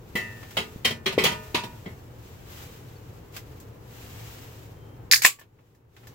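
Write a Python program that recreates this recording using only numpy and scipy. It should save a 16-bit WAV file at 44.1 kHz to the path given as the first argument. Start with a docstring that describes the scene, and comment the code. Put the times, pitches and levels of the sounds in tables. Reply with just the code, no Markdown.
"""Under a tarpaulin shelter, over a low outdoor rumble, a steel kettle-grill lid is hooked onto the
rim of its bowl, knocking and ringing. Jacket sleeves swish as a drink can is brought close, with light
finger ticks and two faint squeaks. About five seconds in, the tab cracks the seal, gas spits out and
the flap pops in. The pop drives a limiter, which ducks the rumble and the last touches for a moment."""
import sys
import numpy as np
from scipy import signal
from scipy.fft import rfft, irfft, next_fast_len
from scipy.io import wavfile
from scipy.ndimage import uniform_filter1d, minimum_filter1d

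SR = 44100
rng = np.random.default_rng(int(sys.argv[2]) if len(sys.argv) > 2 else 0)


def wav_out(sig):
    """Save sig, one row per channel (or a flat mono array), as 16-bit PCM at SR to the path in sys.argv[1]."""
    wavfile.write(sys.argv[1], SR, np.round(np.clip(np.atleast_2d(sig).T, -1, 1) * 32767).astype(np.int16))


N = 271170

# The can's aluminium top, damped by the hand. Each row: mode in Hz, level in dB, base t60 in seconds.
CAN_TOP_MODES = [(1100, -9.5, 0.06), (1773, -6.5, 0.048), (2057, -1.5, 0.025), (2390, -0.5, 0.016),
                 (3300, -1.5, .006), (4160, 11.5, 0.0042), (4640, 1.5, 0.0086), (5040, 7, 0.012),
                 (6340, -5, 0.017), (7300, -15, .02), (10400, -12.5, 0.024), (13400, -13.5, 0.011)]
# The colour of rubbing cloth. Each row: frequency in Hz, level in dB.
CLOTH_SPECTRUM = [(200, -11.5), (600, 1), (1300, 0.5), (2800, 1), (4500, -3.5), (7600, -4), (9200, -12.5),
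                  (11000, -8), (13500, -4), (15800, -3.5)]
FLAP_IN_S = 5.2494  # the can's flap pops in


def amp(db):
    """Turns dB into gain."""
    return 10 ** (np.asarray(db) / 20)


def unit(x):
    """Scales to rms 1."""
    return x / np.sqrt(np.mean(x ** 2) + 1e-20)


def curve(points, hz):
    """Joins points on a log-frequency axis."""
    f, value = np.transpose(points)
    return np.interp(np.log(hz + 1), np.log(f + 1), value)


def add(mix, s, sound):
    """Mixes a sound in at s seconds."""
    part = mix[:, round(s * SR):][:, :sound.shape[-1]]
    part += sound[..., :part.shape[1]]


def shelf(hz, corner_hz):
    """Goes from 0 below the corner to 1 above it."""
    return hz ** 3 / (hz ** 3 + corner_hz ** 3)


def fade(t, t60):
    """Dies by 60 dB in t60 seconds."""
    return np.exp(-np.log(1000) * t / np.maximum(t60, 1e-3))


def wander(seconds):
    """Smooth random drift of rms 1 that changes over the given time."""
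    size = max(int(seconds * SR), 2)
    return unit(uniform_filter1d(uniform_filter1d(rng.standard_normal(N), size), size))


def noise(colour_db, size):
    """Coloured stereo noise of rms 1, centred in the bass and wide above."""
    # Stereo width. Each row: frequency in Hz, left-right correlation.
    correlation = [(60, 0.98), (200, 0.92), (380, 0.693), (700, 0), (1300, 0), (2400, 0.02), (15000, 0)]
    hz = np.fft.rfftfreq(size, 1 / SR)
    left, other = rfft(rng.standard_normal((2, size)))
    shared = curve(correlation, hz)
    right = shared * left + np.sqrt(1 - shared ** 2) * other
    return unit(irfft(np.array([left, right]) * amp(colour_db(hz)), size))


def ring(modes, t, gain_db, decay, scatter):
    """Struck modes: decay scales their ring times, scatter spreads the higher ones' phase in stereo."""
    hz, db, t60 = np.transpose(modes)
    phase = scatter * np.minimum(hz / 1200, 1) * rng.uniform(-np.pi, np.pi, (2, len(modes)))
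    waves = fade(t, decay * t60[:, None]) * np.exp(2j * np.pi * hz[:, None] * t)
    return ((amp(db + gain_db) * np.exp(1j * phase)) @ waves).imag


def favour(modes, centre_hz, octaves, depth_db):
    """Gain of each mode in dB: those far from the struck register lose up to depth_db."""
    octaves_off = np.log2((np.array(modes)[:, 0] + 1) / centre_hz)
    return depth_db * (np.exp(-(octaves_off / octaves) ** 2) - 1)


def clusters(hz):
    """Random peaks and gaps in dB: each contact point wakes other clusters of modes."""
    grid_hz = np.arange(0, SR / 2, 48)
    bumps_db = 6 * np.clip(rng.standard_normal(len(grid_hz)), -2.5, 1.1)
    return np.interp(hz, grid_hz, bumps_db) * (.4 + .6 * shelf(hz, 700))


def partials(hz, gap_hz=85.24, width_hz=6.4, height_db=7.5):
    """Narrow peaks in dB at random frequencies: the lid's many short-lived modes."""
    centres = np.cumsum(gap_hz * rng.uniform(.3, 1.7, 600))
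    above = np.clip(np.searchsorted(centres, hz), 1, len(centres) - 1)
    off_hz = np.minimum(abs(hz - centres[above - 1]), abs(hz - centres[above]))
    return 10 * np.log10(1 + amp(height_db) ** 2 * np.exp(-(off_hz / width_hz) ** 2))


def outdoors():
    """A bed of distant rumble with a drone at 117 Hz."""
    # The rumble's colour. Each row: frequency in Hz, level in dB.
    spectrum = [(12, -48), (20, -15.5), (49, -8.5), (112, 0), (207, -14.5), (245, -13.5), (478, -12.5),
                (614, -21), (788, -20), (2210, -34), (3080, -39), (3350, -43.5), (7520, -53.5),
                (8880, -53.5), (15500, -40)]
    rumble = noise(lambda f: curve(spectrum, f) - 3 * shelf(f, 4000), N)
    rumble *= amp(-45.5 + .4 * wander(0.053))
    drone = noise(lambda f: -20 * np.log10(1 + ((f - 117) / 11) ** 2), N)
    return rumble + amp(-54.5) * drone


def sleeves():
    """Fine woven cloth slides on itself, catching slightly; each arm movement swells and dies away."""
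    # Arm movements. Each row: peak time in seconds, level in dB, rise and fall in seconds.
    swishes = [(.55, -52, .42, 0.3), (1.38, -52, 0.24, 0.58), (2.31, -58, 0.12, 0.3),
               (2.55, -47.5, 0.065, 0.19), (2.9, -60, .2, 0.46), (3.357, -47, 0.024, .04),
               (3.54, -61, 0.088, 0.17), (4.0, -53, 0.12, 0.29), (4.33, -49.5, 0.29, 0.32),
               (5.68, -61.5, 0.16, 0.093), (6.0, -55.5, 0.069, 0.12)]
    t = np.arange(N) / SR
    swells = sum(amp(db) * np.exp(-((t - s) / np.where(t < s, rise, fall)) ** 2)
                 for s, db, rise, fall in swishes)
    stir, catching = amp(-65), amp(0.94 * wander(0.021))
    return (stir + swells) * catching * noise(lambda f: curve(CLOTH_SPECTRUM, f), N)


def squeaks():
    """Faint, thin tones of wavering pitch that swell and fade."""
    # Each row: start and length in seconds, pitch in Hz, level in dB.
    tones = [(2.954, 0.025, 4430, -55.5), (4.6, 0.52, 3145, -69)]
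    out = np.zeros((2, N))
    for s, length, hz, db in tones:
        size = int(length * SR)
        cycles = np.cumsum(hz * (1 + 0.0068 * wander(.003)[:size])) / SR
        flutter = amp(3 * wander(0.013)[:size])
        add(out, s, amp(db) * np.sin(2 * np.pi * cycles) * np.hanning(size) * flutter)
    return out


def fingers():
    """Light scuffs with a faint metal ring: nails are bright and sudden, fingertips dull and slow."""
    # Finger scuffs and ticks on the grill lid, then on the can's sleeve and tab.
    # Each row: start in seconds, level in dB, treble in dB.
    touches = [(0.429, -42, -10.5), (0.507, -43.5, 3), (3.364, -33, 4.5), (3.6, -45.5, 21),
               (5.386, -38.5, -15), (5.394, -33.5, 26), (5.411, -35.5, -12), (5.586, -48, -21),
               (5.748, -50, 12), (5.964, -40, -6), (6.032, -47.5, -22), (6.07, -40, 8)]
    out, t = np.zeros((2, N)), np.arange(SR // 3) / SR
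    for s, db, treble_db in touches:
        attack_s = 0.0016 * np.exp(-treble_db / 27)
        ring_db = 7 if s > FLAP_IN_S else -6  # the open can rings more
        scuff = noise(lambda f: curve(CLOTH_SPECTRUM, f) + clusters(f) / 2
                      - 5 * shelf(f, 7800) + treble_db * shelf(f, 4000), len(t))
        woken_db = favour(CAN_TOP_MODES, centre_hz=1600, octaves=0.73, depth_db=28)
        tick = ring(CAN_TOP_MODES, t, ring_db + woken_db, decay=1.1, scatter=0.27)
        add(out, s, amp(db) * np.minimum(t / attack_s, 1) * (fade(t, t60=0.13) * scuff + tick))
    return out


def knock(t, registers, bass_db, treble_db, attack_s, decay, ring_db):
    """One contact spreads through the steel shell as a short, dense clang and leaves a few modes singing."""
    # The lid's lasting modes. Each row: frequency in Hz, level in dB, base t60 in seconds.
    lid_modes = [(229.7, 0, 0.9), (383.8, 2, 0.34), (434, -9, 0.61), (625, -9, 1), (904, -11, 0.8),
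                 (941, -6.5, 0.45), (967.6, -5, .55), (1112, 6, 0.13), (1238, -5, 0.65), (1417, -2, 0.213),
                 (1466, -1.5, 0.72), (1783, -5, 0.77), (1887, -4.5, 0.55), (1980, 4.5, 0.29),
                 (2010, 1.5, .22), (2110, -9, .25), (2175, -1.5, 0.25), (2260, -6.5, 0.22),
                 (2400, -15, 0.1), (2436, -12.5, 0.5), (2640, -18, 0.3), (2660, -4, 0.4), (2770, -16, 0.5),
                 (3055, 0.5, .19), (3160, 9, 0.17), (3330, 3.5, .12), (3500, -12, .25), (4020, -1, 0.17),
                 (5190, -10, 0.16)]
    # The colour of its crowded short modes. Each row: frequency in Hz, level in dB.
    clang_spectrum = [(53, -26), (90, -9.5), (200, -5), (290, -15), (400, -3.5), (600, -5.5), (800, -9.5),
                      (1300, -12), (1600, -16), (2000, -11.5), (3100, -8.5), (4200, -15), (9400, -31),
                      (15500, -28)]
    # Their tails. Each row: frequency in Hz, base t60 in seconds.
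    clang_t60 = [(150, 0.52), (500, 0.21), (1400, 0.29), (3500, 0.24), (8000, 0.28), (15000, 0.19)]
    wash = noise(lambda f: curve(clang_spectrum, f)
                 + 0.87 * clusters(f) + (partials(f) - 3.5) * shelf(f, 430)
                 + bass_db * (1 - shelf(f, 900)) + treble_db * shelf(f, 6400), len(t))
    hz, age, bands = signal.stft(wash, SR, nperseg=256)
    bands *= fade(age, decay * curve(clang_t60, hz)[:, None])
    clang = signal.istft(bands, SR)[1][:, :len(t)]
    woken_db = np.maximum(*(favour(lid_modes, centre, octaves=0.21, depth_db=17) for centre in registers))
    singing = ring(lid_modes, t, ring_db + woken_db, decay, scatter=0.56)
    bloom = np.minimum(t / 0.0079, 1)  # the ring takes a moment to spread round the shell
    return np.minimum(t / attack_s, 1) * clang + bloom * singing


def lid():
    """The lid knocks on the rim, rebounds and thumps; the freer it hangs, the more it sings."""
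    # Lid on rim. Each row: start in seconds, level in dB, treble in dB, attack in seconds, freedom from
    # 0 to 1, low and high favoured register in Hz, rebound delay in seconds (0 for none).
    knocks = [(0.153, -29, 14, 0.0021, 0.93, 1934, 2540, 0.012),
              (0.568, -20, 1, 0.0032, 0.17, 434, 3019, 0),
              (0.846, -14.5, 3, 0.0081, 0.077, 2215, 3160, 0.061),
              (1.058, -17.5, -3.5, 0.0069, 0.082, 398, 2410, 0.066),
              (1.179, -21, -1, 0.0092, 0.81, 430, 2350, 0.042),
              (1.238, -17, 7.5, 0.00145, 0.18, 467, 3970, 0.0029),
              (1.251, -16.5, -1, 0.0024, 0.26, 990, 2870, .067),
              (1.544, -18.5, -2, 0.0054, 0.19, 980, 2540, 0.091),
              (1.856, -36.5, -5, 0.005, 0.25, 435, 2150, 0.0048)]
    # Its weight landing. Each row: start in seconds, level in dB, pitch in Hz, rise in seconds.
    thumps = [(0.153, -21, 200, 0.0014), (0.76, -26.5, 154, 0.0013), (1.179, -6, 440, 0.0012),
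              (1.239, -20, 469, 0.0039), (1.545, -20, 360, 0.0025), (1.86, -30, 179, 0.0043)]
    held_ring_db, free_ring_db = -8.5, 2.5
    out, t = np.zeros((2, N)), np.arange(36000) / SR
    for s, db, treble_db, attack_s, freedom, *registers, rebound_s in knocks:
        decay = np.interp(freedom, [0, 1], [0.7, 1.31])
        ring_db = np.interp(freedom, [0, 1], [held_ring_db, free_ring_db])
        bass_db = -4.5 - 1.17 * (db + 20.5)  # harder knocks tilt from the bass towards the mids
        add(out, s, amp(db) * knock(t, registers, bass_db, treble_db, attack_s, decay, ring_db))
        if rebound_s > 0:
            rebound = knock(t, registers, bass_db=5, treble_db=7.5, attack_s=0.0018,
                            decay=0.56, ring_db=held_ring_db)
            add(out, s + rebound_s, amp(db - 13.5) * rebound)
    for s, db, hz, rise in thumps:
        envelope = t / rise * np.exp(1 - t / rise)
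        add(out, s, -amp(db) * envelope * np.sin(2 * np.pi * hz * t))
    return out


def can():
    """The scored top tears in jerks: each snaps the metal, trailed by spitting gas and near reflections."""
    # The top giving way. Each row: start in seconds, snap level in dB, snap centre in Hz.
    cracks = [(5.1128, -1, 3130), (5.1235, 9.5, 3450), (5.1351, 7, 1792), (5.143, 3, 4500),
              (5.1598, -4.5, 1950), (5.2194, -12.5, 2000), (5.2339, -17.5, 2200), (5.245, -8.5, 2600),
              (5.2492, 16.5, 1700), (5.2514, 10.5, 2200), (5.2618, 10, 2230)]
    # The spray's colour with the flap shut, then open. Each row: frequency in Hz, level in dB.
    shut_spectrum = [(290, -56), (900, -25), (1300, -21), (1730, -6), (2100, -11), (2950, -20), (3900, -12),
                     (4600, -4.5), (5250, -5.5), (5800, -11.5), (6650, -5.5), (7800, -14), (11100, -15.5),
                     (13400, -12), (15500, -19)]
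    open_spectrum = [(100, -30), (170, -24.5), (500, -17.5), (850, -15.5), (1050, -7.5), (1400, -14.5),
                     (1750, -7), (2500, -0.5), (3200, -8), (6400, -10), (7400, 0.5), (9200, -17),
                     (11000, -9), (15500, -12)]
    # The can's body and the air above the drink. Each row: mode in Hz, level in dB, base t60 in seconds.
    hollow_modes = [(223, -18, .035), (496, -16.5, .025), (743, -8.5, .04), (1025, -5, 0.051),
                    (1140, -28, .33), (2010, -12.5, 0.066), (2486, -9, .09)]
    swing_s = 0.07
    out, t = np.zeros((2, N)), np.arange(SR // 2) / SR
    trail = np.minimum(t / 0.0015, 1) * (fade(t, t60=0.13) + amp(-34) * fade(t, t60=.3))
    for s, snap_db, centre_hz in cracks:
        opened = 0.97 * np.clip(1 + (s - FLAP_IN_S) / swing_s, 0, 1)
        woken_db = favour(CAN_TOP_MODES, centre_hz, octaves=1.5, depth_db=24)
        snap = ring(CAN_TOP_MODES, t, woken_db, decay=0.48, scatter=0.6)
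        snap = snap * (1 - np.exp(-(t / 0.00025) ** 2))  # the tear takes a moment to run
        low_cut_hz = np.interp(opened, [0, 1], [1450, 600])  # the small shut top radiates no bass
        snap = signal.sosfilt(signal.butter(4, low_cut_hz, "high", fs=SR, output="sos"), snap)
        spray = noise(lambda f: (1 - opened) * curve(shut_spectrum, f)
                      + opened * curve(open_spectrum, f), len(t))
        spray_db = -12.5 + .5 * snap_db + 5.5 * opened
        add(out, s, amp(snap_db) * snap / abs(snap).max() + amp(spray_db) * trail * spray)
    add(out, FLAP_IN_S, ring(hollow_modes, t, gain_db=0, decay=0.9, scatter=0.46))
    return out


def pan_bands(x):
    """Each band of a close sound leans a little to one side."""
    # Each row: frequency in Hz, left over right in dB.
    balance = [(60, -2.5), (120, 1.5), (240, -0.5), (480, 4), (950, -1.5), (1890, 1.5), (3770, -1.5),
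               (7520, -1.5), (15000, 2.5)]
    size = next_fast_len(N + SR // 10)
    db = curve(balance, np.fft.rfftfreq(size, 1 / SR))
    return irfft(rfft(x, size) * amp(np.array([db, -db]) / 2), size)[:, :N]


def scene():
    """Lid and can up front, with cloth and the outdoors behind them, slightly to the left."""
    bed = (sleeves() + outdoors()) * amp([[.6], [-.6]])
    return bed + pan_bands(lid() + can()) + fingers() + squeaks()


def record(dry):
    """A limiter ducks on peaks, holds, then recovers; overshoots clip, and a low-pass trims the top."""
    threshold_db, hold_s, release_db_per_s, cutoff_hz = -0.5, .66, 50, 15900
    peak = uniform_filter1d(abs(dry).max(0), size=24)
    over_db = np.maximum(20 * np.log10(abs(peak) + 1e-9) - threshold_db, 0)
    half_hold = int(hold_s * SR / 2)
    held_db = -minimum_filter1d(-over_db, 2 * half_hold + 1, origin=half_hold, mode="nearest")
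    release_db = release_db_per_s * np.arange(N) / SR
    cut_db = np.maximum.accumulate(held_db + release_db) - release_db
    limited = np.clip(dry * amp(-uniform_filter1d(cut_db, size=24)), -1, 1)
    low_pass = signal.firwin(511, cutoff_hz, window=("kaiser", 9), fs=SR)
    return signal.oaconvolve(limited, low_pass[None], "same")


dry = scene()
out = record(dry)
wav_out(out)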